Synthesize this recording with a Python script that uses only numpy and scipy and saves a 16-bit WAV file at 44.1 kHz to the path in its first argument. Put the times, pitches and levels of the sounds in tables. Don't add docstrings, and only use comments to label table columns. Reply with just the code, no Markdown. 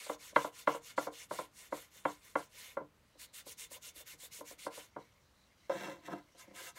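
import sys
import numpy as np
from scipy import signal
from scipy.io import wavfile

SR = 44100
rng = np.random.default_rng(int(sys.argv[2]) if len(sys.argv) > 2 else 0)


def log_audio(samples):
    frames = np.atleast_2d(samples).T
    limited = np.clip(frames, -1, 1)
    pcm = np.round(limited * 32767).astype(np.int16)
    wavfile.write(sys.argv[1], SR, pcm)


N = 298998
TIPPED_S = 5.5


def from_db(db):
    return 10 ** (np.asarray(db) / 20)


def unit_rms(x):
    return x / np.sqrt(np.mean(x ** 2) + 1e-20)


def in_time(rows):
    times, *columns = np.transpose(rows)
    return [np.interp(np.arange(N) / SR, times, column) for column in columns]


def drift(corner_hz):
    hold = 40
    r = np.exp(-2 * np.pi * corner_hz * hold / SR)
    slow = signal.lfilter([1], [1, -2 * r, r * r], rng.standard_normal(N // hold + 2002))[2000:]
    return np.repeat(unit_rms(slow), hold)[:N]


def ring(force, hz, t60):
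    r, w = from_db(-60 / (t60 * SR)), 2 * np.pi * hz / SR
    return signal.lfilter([0, np.sin(w)], [1, -2 * r * np.cos(w), r * r], force + 1e-18)


def resonance(x, hz, width):
    r = np.exp(-np.pi * width / SR)
    poles = [1, -2 * r * np.cos(2 * np.pi * hz / SR), r * r]
    return signal.lfilter(np.array([1, 0, -1]) * (1 - r * r) / 2, poles, x)


def grains(per_s, spread_db):
    sizes = from_db(spread_db * np.minimum(rng.exponential(1, N), 4)) * rng.standard_normal(N)
    return unit_rms(sizes * (rng.random(N) < per_s / SR))


def coloured(sources, spectrum, flicker_db, envelope_db=lambda octave: 0):
    out, power = 0, 0
    table_hz, table_db = np.transpose(spectrum)
    edges = 20 * 2 ** np.arange(0, 10, 1 / 3)
    for k, (low, high) in enumerate(zip(edges, edges[1:])):
        hz = np.sqrt(low * high)
        level = from_db(np.interp(np.log(hz), np.log(table_hz), table_db))
        power += level ** 2 * (high - low) / (SR / 2)
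        if hz > table_hz[0]:
            band_pass = signal.butter(2, [low, high], "band", fs=SR, output="sos")
            gain = level * from_db(flicker_db * drift(14) + envelope_db(np.log2(hz / 4000)))
            out += gain * signal.sosfilt(band_pass, sources[k % 2])
    return out / np.sqrt(power)


# start t/s, end t/s, nominal level/dB, nominal ramp time/ms
STROKES = [(-0.02, 0.148, -51, 3.5), (0.205, 0.311, -53, 11), (0.357, 0.479, -49.5, 5),
           (0.552, 0.627, -51, 14), (0.676, 0.776, -51.5, 4.4), (0.843, 0.917, -51, 14),
           (0.976, 1.073, -51.5, 4.4), (1.133, 1.249, -52.5, 10), (1.313, 1.445, -51, 6.5),
           (1.567, 1.664, -53.5, 19), (1.734, 1.837, -52, 10), (1.93, 2.013, -57.5, 14),
           (2.066, 2.14, -52.5, 13), (2.233, 2.316, -57, 20), (2.368, 2.452, -55, 6.3),
           (2.551, 2.707, -52, 25), (3.198, 3.256, -51.5, 5), (3.339, 3.413, -50, 4),
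           (3.466, 3.533, -51.5, 4.3), (3.581, 3.656, -48.5, 4.7), (3.713, 3.775, -51.5, 4.4),
           (3.822, 3.9, -51.5, 4.6), (3.956, 4.022, -51.5, 4.5), (4.067, 4.143, -50.5, 4.5),
           (4.198, 4.271, -52.5, 5.5), (4.319, 4.406, -51.5, 5.1), (4.462, 4.536, -52.5, 6.4),
           (4.587, 4.677, -53, 3.5), (4.731, 4.833, -51, 9.1), (6.383, 6.441, -59, 4.6),
           (6.554, 6.703, -52, 7.6), (6.76, 6.822, -56.5, 3.6)]
# f/Hz, relative spectrum level/dB
CLOTH_SPECTRUM = [(400, -48.5), (800, -40.5), (1300, -26), (1800, -12), (2400, -2), (3400, -1.5), (5000, 8),
                  (7000, -5), (9500, 6), (12000, 4), (13500, 0.5), (15000, -0.5), (19000, -17)]
# f/Hz, bandwidth/Hz, relative level/dB
LID_RESONANCES = [(2020, 130, -28), (2830, 43, -13), (3560, 24, 5), (5560, 47, -13.5), (6580, 16, 2),
                  (7040, 540, 1), (7660, 310, -4.5), (9300, 65, -17), (9100, 63, -13), (9740, 150, -8),
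                  (10400, 29, -6), (11800, 28, -13.5)]
# level change/dB, bass and treble slopes/(dB/octave), rise, fall/ramp time
BROAD_WIPE = (-2, 12.5, -5.5, 1.4, 2.45), (1, 11.5, -5, 0.97, 1.02)
SHORT_SCRUB = (0.5, 10, -2.5, 1.44, 1.45), (0, 10, -4, 1.03, 2)


def rag():
    t = np.arange(N) / SR
    speed = np.full(N, 1e-4)
    level_db, bass_slope, treble_slope = np.zeros((3, N))
    back, last_end = True, 0
    for start, end, db, ramp_ms in STROKES:
        back = not back and start - last_end < 0.3
        last_end = end
        manner = SHORT_SCRUB if 3.0 < start < 4.7 else BROAD_WIPE
        change_db, bass, treble, rise, fall = manner[int(back)]
        onset = 1 + np.tanh((t - start) * 500 / (rise * ramp_ms))
        release = 1 + np.tanh((end - t) * 500 / (fall * ramp_ms))
        stroke_speed = onset * release / 4
        leads = stroke_speed > speed
        speed[leads], bass_slope[leads] = stroke_speed[leads], bass
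        treble_slope[leads] = treble + 0.5 * (start > TIPPED_S)
        level_db[leads] = db + np.interp(t[leads], [start, end], [-change_db / 2, change_db / 2])
    speed_db = 20 * np.log10(speed)

    def band_db(octave):
        tilt_db = treble_slope * max(octave - .6, 0) - bass_slope * min(octave, 0)
        return level_db + speed_db * (1 + 0.051 * octave) + tilt_db
    fibres = [grains(14000, spread_db=-2.0), grains(14000, spread_db=-1.0)]
    hiss = coloured(fibres, CLOTH_SPECTRUM, flicker_db=2.4, envelope_db=band_db)
    return hiss + sum(from_db(db + 3.5 + 1.3 * drift(5.4)) * resonance(hiss, hz, width)
                      for hz, width, db in LID_RESONANCES)


# f/Hz, relative spectrum level/dB
HUSH_SPECTRUM = [(15, -31), (25, -12.5), (53, -4), (165, -9.5), (448, -18), (541, -13.5), (690, -21.5),
                 (833, -20.5), (979, -16), (1350, -20), (4810, -29), (7810, -35.5), (15800, -38)]


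def hush():
    return from_db(-69.5) * coloured(rng.standard_normal((2, N)), HUSH_SPECTRUM, flicker_db=1.0)


# t/s, nominal peak level/dB, bass loss/(dB/octave)
KNOCKS = [(.063, -34, 20), (.095, -20.5, 4), (0.326, -41, 0), (0.3607, -11, 2.5), (0.4437, -21.5, 5.5),
          (.673, -13, 3), (0.744, -25, 6), (0.978, -16, 4.5), (1.068, -23.5, 4.5), (1.309, -22.5, 1.5),
          (1.387, -23, 3), (1.723, -21.5, 2.5), (2.052, -15.5, 0), (2.3542, -16, 2), (2.769, -22, 3),
          (2.808, -34, -6), (3.151, -49, 0.5), (3.463, -37.5, 0), (3.711, -39, 7), (3.761, -41, 29),
          (3.865, -52, 13), (3.957, -47, 0), (4.003, -44, 9), (4.133, -50, -4), (4.230, -43.5, 15),
          (4.385, -46, -4), (4.408, -30, 5), (4.507, -37.5, 3), (4.647, -45.5, -3), (4.664, -22, 3),
          (4.774, -33, 4.5), (4.962, -26.5, 1.5), (5.696, -24, 22), (6.081, -34.5, 4.5), (6.128, -33.5, 8),
          (6.348, -56.5, 2.5), (6.475, -55.5, -5), (6.509, -50.5, -1), (6.536, -57, 3), (6.607, -54, 18)]


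def knocks():
    times, peak_db, bass_loss = np.transpose(KNOCKS)
    softness_db = np.maximum(-8 - peak_db, 0)
    treble_loss = np.where(times < TIPPED_S, 0.57 * softness_db, 4)
    t = np.arange(int(.15 * SR)) / SR
    size, chance = np.moveaxis(rng.standard_normal((len(times), 2, len(t))), 1, 0)
    rattle_db = np.minimum(-23.5 + 0.4148 * softness_db, -17)
    rattle_envelope = from_db(rattle_db[:, None] - 60 * t / 0.16) * np.clip(t / 0.0031, 0, 1)
    forces = rattle_envelope * size * (chance > 1.6)
    forces[:, [0, round(.0034 * SR)]] = 0.93, 0.54
    return np.round(times * SR).astype(int), peak_db, treble_loss, bass_loss, forces


# f/Hz, relative level flat/dB, relative level tipped/dB, nominal T60/s
BOX_MODES = [(143.6, -17, -6, 0.22), (198, -13.5, 2.5, 0.077), (296.4, -12, 1, 0.2), (341.4, -18, 3, 0.14),
             (429.6, -4, -3, 0.064), (469, -5.5, -27, 0.14), (534.5, 2, 6, 0.042), (612.3, -3, -6.5, 0.064),
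             (700.6, -1.5, 7, 0.062), (774.5, -4, -9, 0.075), (855, -1.5, 1.5, 0.045), (940, 4, 1, 0.052),
             (1027, 8, 5.5, 0.088), (1130, 0, -14, 0.066), (1277, 1, 2, 0.048), (1394, 1, -7, 0.088),
             (1570, 2.5, 2, 0.045), (1669, 3.5, 1, 0.021), (1988, -2.5, -11.5, .05), (2044, 0, -7.5, 0.046),
             (2257, -6, -14.5, 0.063), (2717, -12.5, -9, 0.051), (3145, -15.5, -28, 0.09),
             (3240, -18.5, -17, 0.078), (4000, -7.5, -32, 0.01), (4480, -30.5, -19, 0.056),
             (5300, -20.5, -9.5, 0.021), (6020, -33.5, -18, .06), (7600, -30, -17, 0.01)]
# f/Hz, gain/dB
EDGE_WEIGHTS = [(534, 7.5), (703, -1)]


def box(rubbing, impacts, slips, grit, edge):
    starts, peak_db, treble_loss, bass_loss, forces = impacts
    edge_hz, edge_db = np.transpose(EDGE_WEIGHTS)
    flat = np.arange(N) < TIPPED_S * SR
    scatter_db = 1.2 * rng.standard_normal((len(starts), len(BOX_MODES)))
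    out = 0
    for k, (hz, flat_db, tipped_db, t60) in enumerate(BOX_MODES):
        octave = np.log2(hz / 520)
        edge_gain = from_db(edge_db * np.exp(-(np.log2(hz / edge_hz) / 0.1) ** 2))
        sliding = from_db(-36) * edge_gain[edge] * slips if hz < 1700 else from_db(-13.5) * grit
        rub_gain = np.where(flat, from_db(0.54 * flat_db - 4.5 * max(octave, 0) - 33.5),
                            from_db(tipped_db - 26.5))
        drive = np.pad(from_db(tipped_db) * sliding + rub_gain * rubbing, (0, SR))
        loss_db = treble_loss * octave if octave > 0 else -bass_loss * octave
        tipped_gain = from_db(tipped_db) * edge_gain[edge[starts + 100]]
        coupling = np.where(flat[starts], from_db(flat_db), tipped_gain)
        strengths = coupling * from_db(peak_db - 13 - loss_db + scatter_db[:, k])
        for start, force, strength in zip(starts, forces, strengths):
            drive[start:start + len(force)] += strength * force
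        built_up = resonance(drive[:N], hz, hz / 2.7)
        damped = ring(np.where(flat, 1.02, 0.48) * built_up, hz, t60 / 2.94)
        flat_tail = 0.68 * ring(flat * built_up, hz, t60)
        tipped_tail = 0.66 * ring(~flat * built_up, hz, min(1.63 * t60, 0.17))
        out += (-1) ** k * (damped + flat_tail + tipped_tail)
    return out


def cracks(impacts):
    starts, peak_db, treble_loss, *_ = impacts
    t = np.arange(int(.03 * SR)) / SR
    out = np.zeros(N)
    for start, db in zip(starts, peak_db - 12 * treble_loss - 9):
        out[start:start + len(t)] += from_db(db - 60 * t / .03) * rng.standard_normal(len(t))
    return signal.sosfilt(signal.butter(2, [2500, 6000], "band", fs=SR, output="sos"), out)


# t/s, level/dB
RUSTLE_ENVELOPE = [(2.7, -102), (3.2, -75), (4.9, -77.5), (5.05, -70), (5.25, -78), (5.4, -74.5),
                   (5.6, -74), (6.25, -76), (6.35, -71.5), (6.5, -69.5), (6.78, -71)]
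# f/Hz, bandwidth/Hz, relative level/dB
RUSTLE_BANDS = [(2140, 220, 1.5), (3000, 530, -6.5), (3970, 370, -2.5), (4660, 350, -13.5),
                (5580, 580, -10)]


def rustle():
    folds = grains(9000, spread_db=-2.0)
    bands = sum(from_db(db + 9.6 * np.tanh(drift(8.6))) * resonance(folds, hz, width)
                for hz, width, db in RUSTLE_BANDS)
    return from_db(in_time(RUSTLE_ENVELOPE)[0]) * unit_rms(bands)


# t/s, relative slip level/dB, relative grit level/dB
DRAGS = [
    [(5.695, -46.5, -62), (5.73, -43, -58), (5.78, -46.5, -55.5), (5.84, -43.5, -54.5),
     (5.86, -42.5, -55.5), (5.92, -49, -61), (5.95, -54, -65.5), (6.007, -65, -87), (6.02, -77, -79)],
    [(6.02, -65, -79), (6.064, -52.5, -57), (6.09, -51, -68.5), (6.13, -37, -60), (6.15, -51.5, -72),
     (6.188, -51.5, -69), (6.216, -66, -107), (6.3, -83.5, -95.5)],
]


def drag():
    slip_envelope, grit_envelope = np.zeros((2, N))
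    edge = np.zeros(N, int)
    for k, rows in enumerate(DRAGS):
        slip_db, grit_db = in_time(rows)
        span = slice(round(rows[0][0] * SR), round(rows[-1][0] * SR))
        slip_envelope[span], grit_envelope[span] = from_db(slip_db[span]), from_db(grit_db[span])
        edge[span] = k
    slips = slip_envelope * grains(1200, spread_db=0.5)
    grit = grit_envelope * grains(8000, spread_db=7.5)
    return slips, grit, grit_envelope, edge


# f/Hz, relative spectrum level/dB
GRIT_SPECTRUM = [(880, -43), (1500, -21), (2080, 6), (2360, -23), (2730, -32), (3900, -4), (4740, -35),
                 (6010, -17), (15800, -29.5)]


def grit_hiss(envelope):
    contacts = [grains(10000, spread_db=4.5), grains(7700, spread_db=-1.5)]
    return from_db(2.5) * envelope * coloured(contacts, GRIT_SPECTRUM, flicker_db=1.0)


# f/Hz, bandwidth/Hz, gain/dB
BENCH_NOTCHES = [(4860, 940, -6.5), (10440, 1800, -3)]


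def reflections(direct):
    dull = signal.lfilter(*signal.butter(1, 2500, fs=SR), direct)
    out = direct.copy()
    for lag_s, db in [(.013, -30), (.029, -30.5), (.047, -24)]:
        lag = round(lag_s * SR)
        out[lag:] += from_db(db) * dull[:-lag]
    for hz, width, db in BENCH_NOTCHES:
        out -= (1 - from_db(db)) * resonance(out, hz, width)
    return out


def scene():
    rubbing = rag()
    slips, grit, grit_envelope, edge = drag()
    impacts = knocks()
    wood = box(rubbing, impacts, slips, grit, edge) + grit_hiss(grit_envelope) + cracks(impacts)
    return (reflections(rubbing + wood) + hush() + rustle())[None]


def record(dry):
    thin = signal.sosfilt(signal.butter(4, 38, "high", fs=SR, output="sos"), dry)
    return signal.sosfilt(signal.ellip(12, .5, 70, 15780, fs=SR, output="sos"), thin)


dry = scene()
out = record(dry)
log_audio(out)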